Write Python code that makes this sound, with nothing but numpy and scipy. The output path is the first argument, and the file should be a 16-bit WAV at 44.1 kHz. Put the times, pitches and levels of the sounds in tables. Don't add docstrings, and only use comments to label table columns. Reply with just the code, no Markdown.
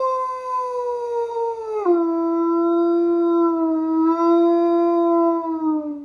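import sys
import numpy as np
from scipy import signal
from scipy.fft import rfft, irfft, next_fast_len
from scipy.io import wavfile
from scipy.ndimage import uniform_filter1d, map_coordinates

SR = 44100
rng = np.random.default_rng(int(sys.argv[2]) if len(sys.argv) > 2 else 0)


def wrap_up_sound(samples):
    columns = np.atleast_2d(samples).T
    tamed = np.clip(columns, -1, 1)
    steps = np.round(tamed * 32767).astype(np.int16)
    wavfile.write(sys.argv[1], SR, steps)


N = 266667
TIME_S = np.arange(N) / SR
STEP = 32
BREAK_S = 1.855


def amp(db):
    return np.exp(np.asarray(db) * np.log(10) / 20)


def unit(x):
    return x / np.sqrt(np.mean(x ** 2) + 1e-20)


def along(points, hz):
    freqs, values = np.transpose(points)
    return np.interp(np.log(hz + 1), np.log(freqs + 1), values)


def curves(rows):
    times, *columns = np.transpose(rows)
    return [np.interp(TIME_S, times, column) for column in columns]


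def held(slow):
    return uniform_filter1d(np.repeat(slow, STEP), size=STEP)[:N]


def wobble(rate):
    knots = rng.standard_normal(int(N * rate / SR) + 4)
    return held(map_coordinates(knots, [np.arange(0, N, STEP) * rate / SR]))


def swell(centre_s, half_s):
    return np.exp(-((TIME_S - centre_s) / half_s) ** 2)


def filtered(x, response):
    size = next_fast_len(N + SR // 2)
    return irfft(rfft(x, size) * response(np.fft.rfftfreq(size, 1 / SR)), size)[:N]


def noise(spectrum):
    return unit(filtered(rng.standard_normal(N), lambda hz: amp(along(spectrum, hz))))


def resonances(modes, hz):
    return sum(amp(db) / (1 + (2 * (hz - centre) / width) ** 2) for centre, width, db in modes)


# time_s, pitch_hz
HIGH_PITCH = [(0, 524), (.1, 518.5), (.6, 505), (.82, 489), (1.33, 462.5), (1.5, 462), (1.72, 432),
              (1.79, 424), (1.85, 395)]
# time_s, pitch_hz
LOW_PITCH = [(1.86, 356), (1.89, 349.7), (2.05, 333), (2.3, 333.3), (2.7, 338.8), (3.1, 342.2), (3.45, 337),
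             (3.77, 318), (3.88, 321.3), (4.03, 322), (4.17, 334.4), (4.32, 338.4), (4.6, 340.8),
             (4.9, 340.9), (5.37, 334.3), (5.72, 310.7), (5.84, 299.7)]
# centre_s, half_length_s, added_roughness, added_rush_db
VOICE_RASPS = [(1.323, .05, .7, 2), (1.861, .04, .7, 2.5), (1.962, 0.067, .15, 6.5)]


def vocal_folds(switch_s=.012, sink_hz_per_s=70, slack_hz=328.6):
    low = np.clip(.5 + (TIME_S - BREAK_S) / switch_s, 0, 1)
    (high_hz,), (low_hz,) = curves(HIGH_PITCH), curves(LOW_PITCH)
    final_sink_hz = sink_hz_per_s * np.maximum(TIME_S - LOW_PITCH[-1][0], 0)
    pitch = (1 - low) * high_hz + low * low_hz - final_sink_hz
    slack = np.exp(-np.maximum(pitch - slack_hz, 0) / 6)
    rough = (1 - low) * .2 + low * .11 + .26 * np.clip((slack_hz - pitch) / 40, 0, 1)
    rush_db = (1 - low) * (-33 + 3.5 * TIME_S) + low * (-35 - 5 * slack)
    for centre_s, half_s, added_roughness, added_rush_db in VOICE_RASPS:
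        rasp = swell(centre_s, half_s)
        rough += added_roughness * rasp
        rush_db += added_rush_db * rasp
    return pitch, low, slack, rough, rush_db


def fold_phase(pitch, rough, jitter=.008, waver=.009):
    drift = rough * (waver * wobble(50) + jitter * wobble(160))
    return 2 * np.pi * np.cumsum(pitch * (1 + drift)) / SR


# centre_s, partial_number, half_length_s, depth_db
ROOM_NULLS = [(0.277, 1, 0.059, -19.5), (0.418, 2, 0.073, -17.5), (0.561, 1, 0.11, -22.5),
              (0.857, 2, 0.019, -17), (1.072, 1, 0.02, -4), (1.106, 2, 0.047, -12.5), (1.27, 2, 0.049, -24),
              (1.327, 1, 0.085, -10), (1.54, 2, 0.03, -14.5), (1.567, 1, 0.076, -18), (1.654, 1, 0.042, -7),
              (2.056, 2, 0.022, -11), (2.474, 2, 0.163, -20), (2.712, 3, 0.18, -8), (3.0, 3, 0.087, -10.5),
              (3.209, 3, 0.031, -18), (3.517, 2, 0.027, -17), (3.554, 1, 0.117, -4),
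              (3.737, 3, 0.023, -14.5), (4.032, 2, 0.23, -20.5), (4.069, 3, 0.041, -22),
              (4.17, 1, 0.121, -19.5), (4.393, 3, 0.101, -21.5), (4.538, 4, 0.22, -15.5),
              (4.982, 4, 0.22, -14), (5.421, 4, 0.25, -16), (5.429, 1, 0.078, -29),
              (5.596, 1, 0.025, -14.5), (5.828, 1, 0.061, -18.5)]


def standing_waves(k, pitch, ripple_db=5, half_ripple_hz_per_s=320):
    dips = np.ones_like(TIME_S[::STEP])
    for centre_s, partial, half_s, depth_db in ROOM_NULLS:
        if round(partial) == k:
            away = ((TIME_S[::STEP] - centre_s) / half_s) ** 2
            dips *= np.sqrt((away + amp(depth_db) ** 2) / (away + 1))
    glide = k * uniform_filter1d(np.abs(np.gradient(pitch)) * SR, size=SR // 5)
    return held(dips) * amp(ripple_db * glide / (glide + half_ripple_hz_per_s) * wobble(22))


# time_s, fundamental_db, octave_db, third_and_fourth_db
HIGH_LEVELS = [(0.0, -20, -34, -64.5), (0.05, -20, -21.5, -58), (0.34, -31.0, -24.5, -50),
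               (0.6, -27.0, -23, -57), (0.76, -25, -28, -59.0), (1.05, -24, -33.5, -57.5),
               (1.2, -20.0, -27, -49.5), (1.54, -18.5, -28, -58.5), (1.66, -19.5, -39.5, -44),
               (1.82, -21, -34, -43)]
LOW_LEVELS = [(1.861, -17.5, -26.5, -37.0), (1.95, -17.5, -28.5, -36), (2.06, -22.0, -31.5, -31.5),
              (2.74, -18.5, -26.5, -28.5), (3.08, -17.5, -34.5, -38.5), (3.46, -16.5, -30.5, -27.5),
              (3.7, -18.0, -28, -35.5), (3.85, -21.0, -34.5, -38), (4.109, -11.0, -25.5, -21),
              (4.38, -14.5, -22.0, -26), (4.59, -17.5, -24, -32.5), (5.29, -18.5, -21.5, -27.0),
              (5.56, -20.0, -45.0, -34.5), (5.69, -17.0, -43.5, -31), (5.84, -19.5, -32.5, -47),
              (6.05, -35.5, -60, -71)]
# centre_hz, width_hz, gain_db
FOURTH_RESONANCE = [(2115, 260, 0.5)]


def partial_strengths(pitch, low):
    first_db, second_db, third_db = (1 - low) * curves(HIGH_LEVELS) + low * curves(LOW_LEVELS)
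    choke_db = -21 * swell(BREAK_S - .012, half_s=.015)
    crack_db = 15.5 * swell(BREAK_S + .0075, half_s=.009)
    fourth_gain = (1 - low) * resonances(FOURTH_RESONANCE, 4 * pitch) + low * amp(-4)
    levels = [amp(first_db + choke_db), amp(second_db),
              amp(third_db + crack_db), amp(third_db) * fourth_gain]
    return [level * standing_waves(k, pitch) for k, level in enumerate(levels, 1)]


def howl_tone(phase, strengths, rough, shimmer=.2, tremor=.32):
    tone = np.zeros(N)
    for k, strength in enumerate(strengths, 1):
        unsteady = 1 + rough * (tremor * wobble(35) + shimmer * wobble(110))
        tone += np.sqrt(2) * strength * unsteady * np.sin(k * phase + rng.uniform(0, 2 * np.pi))
    return tone


# freq_hz, density_db
RUSH_SPECTRUM = [(150, -37), (280, -17), (400, 1), (560, -5), (690, 4.5), (850, -11), (1100, -1.5),
                 (1250, -10), (1400, -7.5), (1650, -29.5), (2500, -38), (4000, -79)]


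def rushing_air(effort, rush_db):
    return effort * amp(rush_db) * cupboards(noise(RUSH_SPECTRUM))


# centre_hz, width_hz, depth_db
CAVITY_NOTCHES = [(1840, 74, -6), (2980, 130, -11), (4120, 99, -24), (5250, 140, -21.5), (7040, 51, -11.5)]


def side_cavities(hz):
    return amp(sum(db * np.exp(-((hz - centre) / width) ** 2) for centre, width, db in CAVITY_NOTCHES))


def overtones(pitch, phase, modes, highest, flicker=.14):
    grid_hz = np.arange(SR // 2)
    shape = resonances(modes, grid_hz) * side_cavities(grid_hz)
    t, knots_s = TIME_S[::STEP], np.arange(0, N / SR, .03)
    wave, power = np.zeros(N), np.zeros(len(t))
    for k in range(5, highest + 1):
        gain = np.interp(k * pitch[::STEP], grid_hz, shape)
        unsteady = 1 + flicker * np.interp(t, knots_s, rng.standard_normal(len(knots_s)))
        wave += held(gain * unsteady) * np.sin(k * phase + rng.uniform(0, 2 * np.pi))
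        power += gain ** 2 / 2
    return wave / held(np.sqrt(power))


# centre_hz, width_hz, gain_db
THROAT_MODES = [(1569, 110, 3.5), (1990, 150, -1), (2436, 140, -8), (2650, 150, -12.5), (3060, 76, -21)]
MUZZLE_MODES = [(3724, 150, 2), (3890, 63, -11), (4516, 120, -8), (4755, 360, -6.5), (5665, 190, -11.5),
                (5760, 130, -22), (6670, 49, -15), (6930, 95, -21), (7840, 270, -34), (9000, 200, -21),
                (10800, 450, -34)]
# time_s, level_db
THROAT_HIGH = [(0.02, -56), (0.2, -67), (0.4, -60), (0.66, -60), (0.9, -71), (1.35, -67.0), (1.68, -67),
               (1.77, -48), (1.84, -53)]
THROAT_LOW = [(1.879, -55), (2, -65.5), (2.15, -54.5), (2.75, -69.5), (3.05, -63.5), (3.48, -65),
              (3.65, -62), (3.8, -57.5), (4.12, -50.5), (4.801, -53.5), (5.3, -59), (5.55, -61.5),
              (5.8, -65.5), (6.031, -81)]
MUZZLE_HIGH = [(0.02, -52), (0.25, -64), (0.7, -63.5), (1.15, -64.5), (1.32, -53.5), (1.55, -65),
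               (1.84, -65.5)]
MUZZLE_LOW = [(1.88, -60.5), (2.1, -66), (2.45, -62.5), (2.949, -54.5), (3.15, -62), (3.38, -54.5),
              (3.6, -72.5), (4, -66.0), (4.25, -46.5), (4.5, -52), (4.95, -56), (5.4, -68), (5.65, -71.5),
              (6.03, -92.0)]


def throat_and_muzzle(pitch, phase):
    throat_db, = curves(np.vstack([THROAT_HIGH, THROAT_LOW]))
    muzzle_db, = curves(np.vstack([MUZZLE_HIGH, MUZZLE_LOW]))
    throat = amp(throat_db + .1) * overtones(pitch, phase, THROAT_MODES, highest=10)
    muzzle = amp(muzzle_db + .4) * overtones(pitch, phase, MUZZLE_MODES, highest=33)
    return throat + muzzle, (throat_db + muzzle_db) / 2


# centre_hz, width_hz, gain_db
MOUTH_MODES = [(2080, 100, 3), (2560, 230, 5.5), (3880, 410, 0), (4690, 210, 5), (5870, 230, -1),
               (6430, 860, 0), (8740, 770, -10.5), (9660, 500, -6), (10770, 600, -10.5),
               (12000, 600, -20.5)]


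def mouth_hiss(phase, low, treble_db, flutter=.3, edge_hz=7500, waver_db=.93):
    puffs = (1 + flutter * np.sin(phase)) * rng.standard_normal(N)
    air = unit(filtered(puffs, lambda hz: resonances(MOUTH_MODES, hz) * side_cavities(hz)))
    top = filtered(air, lambda hz: hz > edge_hz)
    air = air - top + top * amp(2.5 - 2 * np.minimum(TIME_S, BREAK_S))
    high_db = -56.5 - 2.1 * TIME_S
    low_db = -73.5 + .6 * (treble_db - treble_db.mean())
    level_db = uniform_filter1d((1 - low) * high_db + low * low_db, size=SR // 10)
    return amp(level_db + waver_db * wobble(8)) * air


# freq_hz, density_db
ROOM_TONE = [(20, -20), (45, -12), (72, -0.5), (100, -10), (130, -8.5), (180, -10), (300, -6.5),
             (700, -16.5), (1500, -27), (4000, -33.5), (12000, -44.5)]


def appliance_and_room_tone(hum_hz=74.6):
    hum = amp(-65.5 + 2 * wobble(5)) * np.sin(2 * np.pi * np.cumsum(hum_hz + wobble(4.6)) / SR)
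    return hum + amp(-61) * noise(ROOM_TONE)


# delay_s, level_db
EARLY_ECHOES = [(.0023, -17.5), (.0047, -16.5), (.0083, -17), (0.013, -17.5), (0.0193, -7)]


def cupboards(x):
    def comb(hz):
        return 1 + sum(amp(db) * np.exp(-2j * np.pi * hz * delay_s) for delay_s, db in EARLY_ECHOES)
    return filtered(x, comb) / np.sqrt(1 + sum(amp(db) ** 2 for _, db in EARLY_ECHOES))


# freq_hz, t60_s
KITCHEN_DECAY = [(200, 0.18), (1000, 1), (4000, 0.14), (10000, 0.077)]


def kitchen_reverb(x):
    hz, t, spectrum = signal.stft(rng.standard_normal(SR // 2), SR, nperseg=256)
    decay = amp(-60 * t / along(KITCHEN_DECAY, hz)[:, None])
    _, tail = signal.istft(spectrum * decay, SR, nperseg=256)
    return signal.fftconvolve(x, tail / np.linalg.norm(tail))[:N]


def growl(phase, effort, slack):
    return effort * amp(-44) * slack * (1 + .5 * wobble(35)) * np.sin(phase / 2)


def scene():
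    pitch, low, slack, rough, rush_db = vocal_folds()
    phase = fold_phase(pitch, rough)
    strengths = partial_strengths(pitch, low)
    effort = np.sqrt(uniform_filter1d(sum(strength ** 2 for strength in strengths), size=12000))
    body = howl_tone(phase, strengths, rough) + rushing_air(effort, rush_db) + growl(phase, effort, slack)
    treble, treble_db = throat_and_muzzle(pitch, phase)
    top = cupboards(treble + mouth_hiss(phase, low, treble_db))
    reverb = kitchen_reverb(amp(-19) * body + amp(-8.5) * top)
    return (body + top + reverb + appliance_and_room_tone())[None]


def record(dry):
    band_limit_hz, fade_s = 12460, .004
    ease = np.clip(np.minimum(TIME_S, TIME_S[-1] - TIME_S) / fade_s, 0, 1)
    faded = dry[0] * np.sin(np.pi / 2 * ease) ** 2
    return filtered(faded, lambda hz: hz < band_limit_hz)[None]


dry = scene()
out = record(dry)
wrap_up_sound(out)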